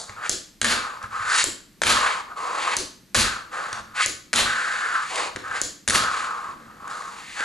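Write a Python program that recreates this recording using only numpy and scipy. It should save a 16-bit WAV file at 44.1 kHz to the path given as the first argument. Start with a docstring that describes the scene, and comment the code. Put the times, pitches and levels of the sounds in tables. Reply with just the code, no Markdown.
"""A small room, microphone close to a table: a fingerboard rolls to and fro on the table top.
Five times its tail snaps on the wood as a few short rings, it flies, lands in sharp blows of
trucks and deck on chattering wheels, and rolls on. Rolling is dense random impacts passed through
the top's resonances, so the table drones; an echo and a diffuse tail answer the board's sounds.
Soft thuds, swishes and a low rub lie beneath, over steady room noise, a hum and a thin whine."""
import sys
import numpy as np
from scipy import signal
from scipy.fft import rfft, irfft, next_fast_len
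from scipy.io import wavfile
from scipy.ndimage import map_coordinates

SR = 44100
rng = np.random.default_rng(int(sys.argv[2]) if len(sys.argv) > 2 else 0)


def bounce(signal):
    """Save signal as a 16-bit WAV file at the path given by the first command-line argument."""
    frames = np.transpose(np.atleast_2d(signal))
    limited = np.clip(frames, -1, 1)
    pcm = np.round(limited * 32767).astype(np.int16)
    wavfile.write(sys.argv[1], SR, pcm)


N = 328104

# the tail snaps on the table: (time [s], snap level [dB], swish level [dB])
SNAPS = [(.295, -4, -42), (1.4412, -4.5, -38.5), (2.7675, -6, -38.5), (4.061, -6, -46), (5.6157, -6, -45.5)]
# the board comes down on its two trucks and slaps flat; each contact rebounds once:
# (first truck [s], second truck [s], truck level [dB], truck tilt [dB per octave], slap [s],
#  slap level [dB], slap tilt [dB per octave], rebound after [s], rebound loss [dB])
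TOUCHDOWNS = [(0.6152, 0.645, -5, -1, .652, -7.5, -4.5, .0135, 9),
              (1.818, 1.835, -5.5, -3.5, 1.868, -6, -3, 0.014, 14),
              (3.146, 3.155, -7.5, -1.5, 3.15, -5, -3.5, .016, 8),
              (4.331, 4.337, -6.5, -1.5, 4.359, -10.5, 10, .008, 10),
              (5.8773, 5.898, -6, 2, 5.95, -6, -6, .008, 0.5)]


def amp(db):
    """Decibels to gain."""
    return 10 ** (np.asarray(db) / 20)


def unit(x):
    """Scale to rms 1."""
    return x / np.sqrt(np.mean(x ** 2) + 1e-20)


def along(points, hz):
    """Read (Hz, value) points on a log axis."""
    f, v = np.transpose(points)
    return np.interp(np.log(hz + 1), np.log(f + 1), v)


def clock():
    """The time of every sample [s]."""
    return np.arange(N) / SR


def add(track, s, sound):
    """Mix a sound into a track at time s."""
    part = track[max(round(s * SR), 0):][:len(sound)]
    part += sound[:len(part)]


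def wobble(rate):
    """A smooth random curve, rate knots a second."""
    knots = np.random.default_rng(rng.integers(2 ** 30)).standard_normal(int(N * rate / SR) + 4)
    return map_coordinates(knots, [clock() * rate], mode="nearest")


def filtered(x, response):
    """x times a response of frequency."""
    n = x.shape[-1]
    m = next_fast_len(n + SR // 2, True)
    return irfft(rfft(x, m) * response(np.fft.rfftfreq(m, 1 / SR)), m)[..., :n]


def causal(gain_db, size=1024):
    """The impulse response with this gain that starts at once (minimum phase)."""
    cepstrum = irfft(np.log(amp(gain_db(np.fft.rfftfreq(size, 1 / SR)))))
    cepstrum[1:size // 2] *= 2
    cepstrum[size // 2 + 1:] = 0
    return irfft(np.exp(rfft(cepstrum)))


def bumps(rate, size=N):
    """Tiny impacts at random moments, about rate a second; rms 1."""
    return unit((rng.random(size) < rate / SR) * rng.standard_normal(size))


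def on_table(x, spectrum):
    """Colour a contact force and pass it through the table top's resonances; rms 1."""
    # resonances and dips of the top: (centre [Hz], width [Hz], lift [dB])
    top = [(229.5, 20, 10), (495.6, 10, 6), (838.6, 13, 6.5), (1078, 190, 5), (1252, 14, 3.5),
           (1414, 50, -1.5), (1547, 18, 7.5), (1730, 66, 5), (1970, 69, 1.5), (2970, 60, -1.5),
           (4140, 80, -1)]

    def gain(hz):
        lift_db = sum(db / (1 + (2 * (hz - centre) / width) ** 2) for centre, width, db in top)
        return amp(along(spectrum, hz) + lift_db)

    return unit(filtered(x, gain))


def moving_band(x, centre_hz, sharpness, size=512):
    """A resonance, applied twice, whose centre and sharpness follow curves; rms 1."""
    hz, s, z = signal.stft(x, SR, nperseg=size)
    ratio = (hz[:, None] + 1) / np.interp(s, clock(), centre_hz)
    q = np.interp(s, clock(), sharpness * np.ones(N))
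    gain = 1 / (1 + (q * (ratio - 1 / ratio)) ** 2)
    gain = gain / np.linalg.norm(gain, axis=0)
    return unit(signal.istft(z * gain, SR, nperseg=size)[1][:N])


def rolling():
    """Wheels cross the grain of the top; the drone shifts with each push and stops in the air."""
    # skidding wheels broaden the drone: (scrape relative to drone [dB], sharpness [Q])
    focus_points = [(-13, 2.9), (-3, 1.4)]
    # skidding wheels: (frequency [Hz], level [dB per Hz])
    scrape_spectrum = [(1200, -45), (1800, 3), (2200, 4.5), (2900, 0.5), (3800, -4.5), (4500, -6.5),
                       (5500, -21.5), (8000, -53)]
    # fine bright hiss of the wheels: (frequency [Hz], level [dB per Hz])
    grit_spectrum = [(2500, -21.5), (3800, -0.5), (4500, 2), (5600, -4), (7100, 2.5), (8400, -6),
                     (9700, -4.5), (11000, -21.5), (13000, -55)]
    # hollow rumble of the top: (frequency [Hz], level [dB per Hz])
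    rumble_spectrum = [(25, -33), (60, -24), (150, -33), (300, -10.5), (550, 0.5), (680, -1), (820, 3),
                       (1050, -6.5), (2000, -13), (5000, -68)]
    drone_gain, rumble_gain, scrape_gain, grit_gain, centre_hz = wheel_levels()
    flutter = wobble(109.8)  # wheels slightly out of round; knots a second
    lurch = amp(0.44 * wobble(22))  # the fingers press unevenly
    focus = np.interp(20 * np.log10(scrape_gain / drone_gain), *np.transpose(focus_points))
    force = on_table(bumps(12000), [(600, -2.5), (950, -2), (1700, 2), (2300, -1)])
    drone = moving_band(force, centre_hz, focus) * drone_gain * amp(1.25 * flutter - 1.0)
    rumble = on_table(bumps(8000), rumble_spectrum) * rumble_gain * amp(.91 * flutter - 2.5)
    scrape = on_table(bumps(18000), scrape_spectrum) * scrape_gain * amp(0.64 * flutter - 1.5)
    grit = on_table(bumps(18000), grit_spectrum) * grit_gain * amp(1.2 * flutter - 4)
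    return on_ground() * (lurch * (drone + rumble) + scrape + grit)


def wheel_levels():
    """Pushes and skids add in power: gains of drone, rumble, scrape and grit, and the drone's centre."""
    # each push of the board: (start [s], time its speed curve peaks, which may lie just outside
    # the push [s], end [s], drone level [dB], build-up [dB], run-down [dB], drone centre [Hz],
    # rumble relative to drone [dB], hiss relative to drone [dB])
    pushes = [(0.101, .1, 0.11, -40, 3, 5, 1150, -4, -8),
              (0.173, 0.264, 0.27, -28, 11, 6.5, 1430, -10, -15.5),
              (.72, 0.735, 0.99, -26, -3, 15, 1374, -12.5, -12),
              (1.029, 1.039, 1.054, -29, 5, 6, 1320, -12.5, -18),
              (1.126, 1.34, 1.41, -22.5, 11, 4, 1406, -17.5, -12.5),
              (1.904, 2.077, 2.209, -23, -0.5, 10.5, 1245, -9, -9),
              (2.28, 2.302, 2.33, -40, 3, -0.5, 1210, -7.5, -20),
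              (2.381, 2.47, 2.74, -29.5, 2, -1.5, 1120, -6.5, -12),
              (3.253, 3.27, 3.42, -28, -2.5, 12, 1450, -15, -10),
              (3.535, 3.55, 3.8, -31.5, 0.5, 5, 1340, -7, -10),
              (3.956, 4.005, 4.015, -17, 18.5, 4, 1560, -19.5, -19),
              (4.47, 4.53, 4.93, -25.5, 1.5, 3, 1467, -16, -10.5),
              (4.943, 4.95, 5.06, -22, 0.5, 10, 1355, -24, -16),
              (5.12, 5.216, 5.29, -27, 8, 8, 1050, -1.5, -9.5),
              (5.453, 5.555, 5.6, -28, 7, 5, 1450, -10, -14),
              (5.93, 6.02, 6.53, -25, 2, 11.5, 1310, -13.5, -16.5),
              (6.69, 6.72, 6.7, -45, 3, -2, 1220, -15, -26),
              (6.82, 6.92, 7.22, -32.5, 10.5, 10.5, 1265, -11.5, -16),
              (7.36, 7.412, 7.47, -26.5, 14.5, 5.5, 1550, -12.5, -11)]
    # wheels slip sideways in a turn or before a jump: (start [s], time towards which the slip
    # grows, which may lie past the end [s], end [s], scrape level [dB], grit level [dB])
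    skids = [(0.23, 0.262, .28, -34, -36), (1.289, 1.402, 1.424, -23, -17.5),
             (2.042, 2.075, 2.134, -29.5, -50), (2.55, 2.62, 2.71, -29, -32.5),
             (2.69, 2.733, 2.75, -25.5, -31), (3.968, 4.028, 4.05, -20.5, -23),
             (4.983, 5.17, 5.274, -31.5, -31.5), (5.536, 5.566, 5.6, -33.5, -35),
             (6.094, 6.126, 6.27, -35.5, -35), (6.895, 6.9, 7.2, -51, -43), (7.11, 7.43, 7.4, -36.5, -37.5)]
    hiss_grows, rise_oct_per_db = 1.124, 0.0167  # with speed hiss outgrows drone, and drone rises
    # between pushes the board never quite rests
    creep_db, creep_hz, creep_rumble_db, creep_hiss_db = -50, 1285, -7.5, -12
    drone = np.full(N, amp(creep_db) ** 2)
    rumble = drone * amp(creep_rumble_db) ** 2
    hiss = drone * amp(creep_hiss_db) ** 2
    centre = drone * creep_hz  # weighted by power
    for start, curve_peak, end, db, build_db, run_down_db, hz, rumble_db, hiss_db in pushes:
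        gate, speed_db = stroke(start, curve_peak, end, build_db, run_down_db)
        power = (gate * amp(db + speed_db)) ** 2
        drone += power
        centre += power * hz * 2 ** (rise_oct_per_db * speed_db)
        rumble += power * amp(rumble_db) ** 2
        hiss += (gate * amp(db + hiss_db + hiss_grows * speed_db)) ** 2
    # a bright hiss and a rumble die away at the outset
    scrape = hiss.copy()
    grit = hiss + amp(-30 - 187 * clock()) ** 2
    rumble += amp(-32.5 - 400 * clock()) ** 2
    for start, grows_towards, end, scrape_db, grit_db in skids:
        # the slip swells, and most skids ease before the wheels grip
        gate, slip_db = stroke(start, grows_towards, end, build_db=15, ease_db=6)
        power = (gate * amp(slip_db)) ** 2
        scrape += power * amp(scrape_db) ** 2
        grit += power * amp(grit_db) ** 2
    return *np.sqrt([drone, rumble, scrape, grit]), centre / drone


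def stroke(start, curve_peak, end, build_db, ease_db):
    """One movement of the hand: its gate (0-1), and its strength curve [dB], 0 at curve_peak."""
    t = clock()
    start_s, stop_s = 0.027, .025  # wheels get going, come to rest
    gate = np.interp(t, [start - start_s, start, end, end + stop_s], [0, 1, 1, 0])
    return gate, np.interp(t, [start, curve_peak, end], [-build_db, 0, -ease_db])


def on_ground():
    """1 while the wheels touch the table, 0 from each pop to its landing."""
    t = clock()
    flights = [(t > snap[0]) & (t < landing[0]) for snap, landing in zip(SNAPS, TOUCHDOWNS)]
    return 1. - np.any(flights, axis=0)


def pops():
    """The hard tail hits once and its modes ring for a few milliseconds."""
    # ringing of the snapped tail, scattered at each hit: (mean frequency [Hz], mean level [dB], t60 [s])
    tail_modes = [(594, -25.5, 0.01), (1810, -20, 0.0037), (3290, -27, 0.012), (4450, -61, 0.0026),
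                  (5570, -14.5, 0.0029), (6830, 4, 0.0023), (7390, -4, 0.0037), (9290, -1, 0.0022)]
    out, t = np.zeros(N), np.arange(SR // 20) / SR
    hz, db, t60 = np.transpose(tail_modes)[:, :, None]
    for s, level_db, _ in SNAPS:
        detune, strength = rng.standard_normal((2, len(tail_modes), 1))
        decay = amp(db + 1.0 * strength - 60 * t / t60)
        ring = np.sum(decay * np.sin(2 * np.pi * hz * (1 + 0.039 * detune) * t), axis=0)
        ring = ring * (1 - np.exp(-t / .0002))  # soften the onset
        add(out, s, amp(level_db) * ring / np.abs(ring).max())
    return out


def clacks():
    """Each contact is a sharp blow with a brief buzz of the trucks: noise dying at two rates."""
    # a blow: (frequency [Hz], level before tilt [dB per Hz])
    clack_spectrum = [(60, -29.5), (500, -7), (900, -13), (1700, 2.5), (2700, -7.5), (4000, -4),
                      (5300, -7.5), (6800, -1.5), (8300, -9.5), (9800, -6), (11500, -33), (14000, -55)]
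    out, t = np.zeros(N), np.arange(SR // 30) / SR
    for s, db, tilt_db in contacts():
        decay = amp(-60 * t / .014) + amp(-19) * amp(-60 * t / .04)  # blow + buzz
        force = rng.choice([-1, 1], len(t)) * decay
        body = causal(lambda hz: along(clack_spectrum, hz) + tilt_db * np.log2(np.maximum(hz, 1000)))
        clack = signal.fftconvolve(force, body)
        add(out, s, amp(db + 11.0) * clack / np.linalg.norm(clack))
    return out


def contacts():
    """Every blow as (s, dB, tilt): jolts, a knock at each pop, three contacts a landing with rebounds."""
    # the board jolts under the fingers while it rolls:
    # (time [s], level [dB], treble tilt [dB per octave])
    jolts = [(.0949, -24.5, -4.5), (1.027, -31.5, 4), (3.53, -27, -6), (3.729, -16, -0.5),
             (4.94, -23, -2.5), (5.158, -17.5, 2), (5.361, -15.5, -3), (5.368, -19.5, -13),
             (5.543, -28, -12), (6.037, -13.5, -4.5), (6.713, -33, -13), (6.832, -35, -15),
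             (6.878, -29.5, -1), (7.021, -25, -5), (7.406, -15, -3.5)]
    blows = jolts + [(s, -21, -9) for s, *_ in SNAPS]  # the deck knocks dully as its tail snaps down
    for first, second, truck_db, truck_tilt, slap, slap_db, slap_tilt, flight_s, loss_db in TOUCHDOWNS:
        trucks = [(first, truck_db, truck_tilt), (second, truck_db, truck_tilt)]
        for s, db, tilt in trucks + [(slap, slap_db, slap_tilt)]:
            blows += [(s, db, tilt), (s + flight_s, db - loss_db, tilt)]
    return blows


def chatter():
    """Dense tiny bounces swell until the fingers pin the board; they ring trucks and shake the table."""
    # after each landing the loose trucks chatter: (peak [s], level [dB], tilt [dB per octave],
    # truck ring [Hz], table boom level [dB])
    rattles = [(.722, -24, 0.2, 4400, -39), (1.914, -19.5, 0.3, 4300, -38),
               (3.215, -20.5, 1.2, 4500, -33.5), (4.402, -20, 0.3, 4000, -39),
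               (5.96, -21, 1.5, 4460, -34.5)]
    # the bounces: (frequency [Hz], level before tilt [dB per Hz])
    bounce_spectrum = [(100, -8.5), (300, -5), (700, -1), (900, -2.5), (1200, 0), (2000, 0.5), (2900, 1.5),
                       (4000, -5), (5400, -7.5), (7000, -1.5), (8300, -8), (9700, -6), (11500, -13),
                       (13500, -41)]
    # the shaken table: (frequency [Hz], level [dB per Hz])
    boom_spectrum = [(20, -30), (40, -5.5), (70, -3), (102, -3.5), (150, -8.5), (230, -7.5), (500, -6),
                     (2000, -54)]
    rise_db_per_s, fall_db_per_s = 85, 305  # the chatter swells, then is pinned
    loose_share = .38  # strength before the deck slaps flat
    rattle, boom = np.zeros((2, N))
    for landing, (peak_s, db, tilt_db, truck_hz, boom_db) in zip(TOUCHDOWNS, rattles):
        first, slap = landing[0], landing[4]
        t = first + np.arange(round(.4 * SR)) / SR
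        settling = np.interp(t, [slap - .012, slap], [loose_share, 1])
        below_peak_db = np.maximum(rise_db_per_s * (peak_s - t), fall_db_per_s * (t - peak_s))
        swell = settling * amp(-below_peak_db)
        colour = [(hz, level + tilt_db * np.log2(hz / 2000)) for hz, level in bounce_spectrum]
        bounces = on_table(bumps(22000, size=len(t)), colour)
        trucks = unit(signal.lfilter(*signal.iirpeak(truck_hz, 5.5, SR), bounces))
        add(rattle, first, amp(db + 1.15) * swell * unit(bounces + amp(-6.5) * trucks))
        boom_times = [first, first + 0.018, peak_s + 0.024, peak_s + 0.078]
        add(boom, first, amp(boom_db) * np.interp(t, boom_times, [0, .87, .48, 0.025]))
    uneven = amp(.8 * wobble(220))
    return rattle * uneven + boom * on_table(bumps(2500), boom_spectrum)


def thuds():
    """Fingers press the board onto the table: soft pushes ring only the table's low modes."""
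    # the presses: (time [s], level [dB])
    presses = [(.095, -40), (0.621, -32), (1.04, -37), (1.202, -39), (1.434, -41), (1.864, -33.5),
               (3.175, -23.5), (3.729, -39), (3.81, -40), (4.057, -41), (5.354, -37), (5.501, -46),
               (5.884, -29)]
    # low modes of the table, levels scattered at each press: (frequency [Hz], mean level [dB], t60 [s])
    table_modes = [(42, -24, .18), (66, -6.5, 0.27), (99, 11, 0.082), (162, -9.5, 0.19),
                   (214.6, -2.5, 0.27)]
    out, t = np.zeros(N), np.arange(SR // 3) / SR
    for s, level_db in presses:
        ring = np.zeros(len(t))
        for hz, db, t60 in table_modes:
            ring += amp(db + rng.normal(0, 3.4) - 60 * t / t60) * np.sin(2 * np.pi * hz * t)
        ring = ring * (1 - np.exp(-t / 0.003))  # a soft onset
        add(out, s, amp(level_db) * ring / np.abs(ring).max())
    return out


def swishes():
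    """A dull swish of noise, falling in pitch, follows each pop as hand and board fly up."""
    t = clock()
    level, centre_hz = np.zeros(N), np.full(N, 400.)
    for s, _, db in SNAPS:
        level += amp(db) * np.interp(t - s, [0, .04, .085, .16], [0.013, 0.99, 0.16, 0.02])
        centre_hz = np.where(t > s, np.interp(t - s, [0, .1], [420, 270]), centre_hz)
    return level * moving_band(rng.standard_normal(N), centre_hz, sharpness=2.2)


def low_rub():
    """A soft low rubbing, fading while the hand slows the board and turns it back."""
    # a low rub already fading when it enters: (start [s], time its fade is reckoned from [s],
    # end [s], level [dB], build-up (none) [dB], run-down [dB])
    rub = (6.5, 6, 7, -48, 0, 11)
    start, fade_from, end, db, build_db, ease_db = rub
    gate, fade_db = stroke(start, fade_from, end, build_db, ease_db)
    spectrum = [(60, -12), (130, -5), (210, -4), (330, -7.5), (600, -12), (2000, -60)]
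    return gate * amp(db + fade_db) * on_table(bumps(4400), spectrum)


def in_room(x, wet_db, echo_db, direct_side_db, colour):
    """Direct sound, a ceiling echo and the walls' diffuse tail, heard in stereo."""
    # decay of the room: (frequency [Hz], t60 [s])
    room_t60 = [(100, 0.38), (400, 0.4), (1500, 0.44), (5000, 0.4), (10000, 0.34)]
    # stereo width: (frequency [Hz], side level [dB])
    side_width = [(40, -19), (100, -15), (200, -8), (500, -2.5), (1200, -4.5), (2500, -4), (4000, -7),
                  (5500, -14), (7500, -13), (10000, -7.5), (12000, 13)]
    hz, s, z = signal.stft(rng.standard_normal((2, SR // 2)), SR, nperseg=256)
    decay = amp(-60 * s / along(room_t60, hz)[:, None])
    tail = signal.istft(z * decay, SR, nperseg=256)[1]
    tail_s = np.arange(tail.shape[1]) / SR
    tail = tail * np.interp(tail_s, [0, .003, .019, .03], [0, 0.38, 0.25, 0.6])  # far walls answer late
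    tail = tail * amp(wet_db) / np.linalg.norm(tail[0])
    tail[0, round(SR / 50)] += amp(echo_db)  # the ceiling, after 20 ms
    reply = signal.fftconvolve(x[None], tail, axes=1)[:, :N]
    mid, side = filtered(reply, lambda hz: amp(along(colour, hz)))
    # the board is a little off axis: its side signal is a quarter cycle from the direct sound
    side = side + filtered(x, lambda hz: 1j * amp(direct_side_db))
    side = filtered(side, lambda hz: amp(along(side_width, hz)))
    return np.array([x + mid + side, x + mid - side])


def hush():
    """Steady room noise, a faint hum and a thin electrical whine, both wavering in phase."""
    # room noise: (frequency [Hz], relative level [dB per Hz])
    hush_spectrum = [(15, -28), (25, -1), (95, -3.5), (207, -0.5), (300, -14), (750, -19), (1900, -15.5),
                     (3000, -20), (4200, -17.5), (10000, -24), (13000, -27.5), (15000, -43)]
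    mid, side = filtered(rng.standard_normal((2, N)), lambda hz: amp(along(hush_spectrum, hz)))
    noise = amp(-57) * unit(np.array([mid + 0.38 * side, mid - 0.3 * side]))
    hum = amp(-66.0) * np.sin(2 * np.pi * 188 * clock() + .5 * wobble(4))
    whine = amp(-71) * np.sin(2 * np.pi * 12263 * clock() + .8 * wobble(30))
    return noise + hum + whine


def scene():
    """Board, table and room."""
    # the board's sounds as the walls return them: (frequency [Hz], level [dB])
    room_colour = [(100, 6), (400, -0.5), (900, -3.5), (2000, -4), (4200, 0.5), (7000, -2), (11000, -3)]
    # the snap as the walls return it: (frequency [Hz], level [dB])
    snap_colour = [(100, 8), (400, 1.5), (900, -2.5), (2000, 1), (3200, 5.5), (4200, 8), (5400, 1),
                   (6600, -7), (8000, -6), (10000, -3.5)]
    wheels = in_room(rolling(), wet_db=-6.5, echo_db=-17.5, direct_side_db=-1.5, colour=room_colour)
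    snaps = in_room(pops(), wet_db=3.5, echo_db=-7, direct_side_db=-2.5, colour=snap_colour)
    blows = clacks() + chatter()
    landings = in_room(blows, wet_db=-2.0, echo_db=-16.0, direct_side_db=-2, colour=room_colour)
    soft = thuds() + swishes() + low_rub()
    lows = in_room(soft, wet_db=-9.5, echo_db=-21, direct_side_db=-7, colour=room_colour)
    treble = [(10800, 0.5), (12200, -5), (14000, -17)]  # the highest treble falls away
    board = filtered(wheels + snaps + landings + lows, lambda hz: amp(along(treble, hz)))
    return board * amp([[.35], [-.35]]) + hush()  # the board a little louder on the left [dB]


def record(dry):
    """The microphone keeps nothing above its band limit of 15500 Hz."""
    return filtered(dry, lambda hz: hz < 15500)


dry = scene()
out = record(dry)
bounce(out)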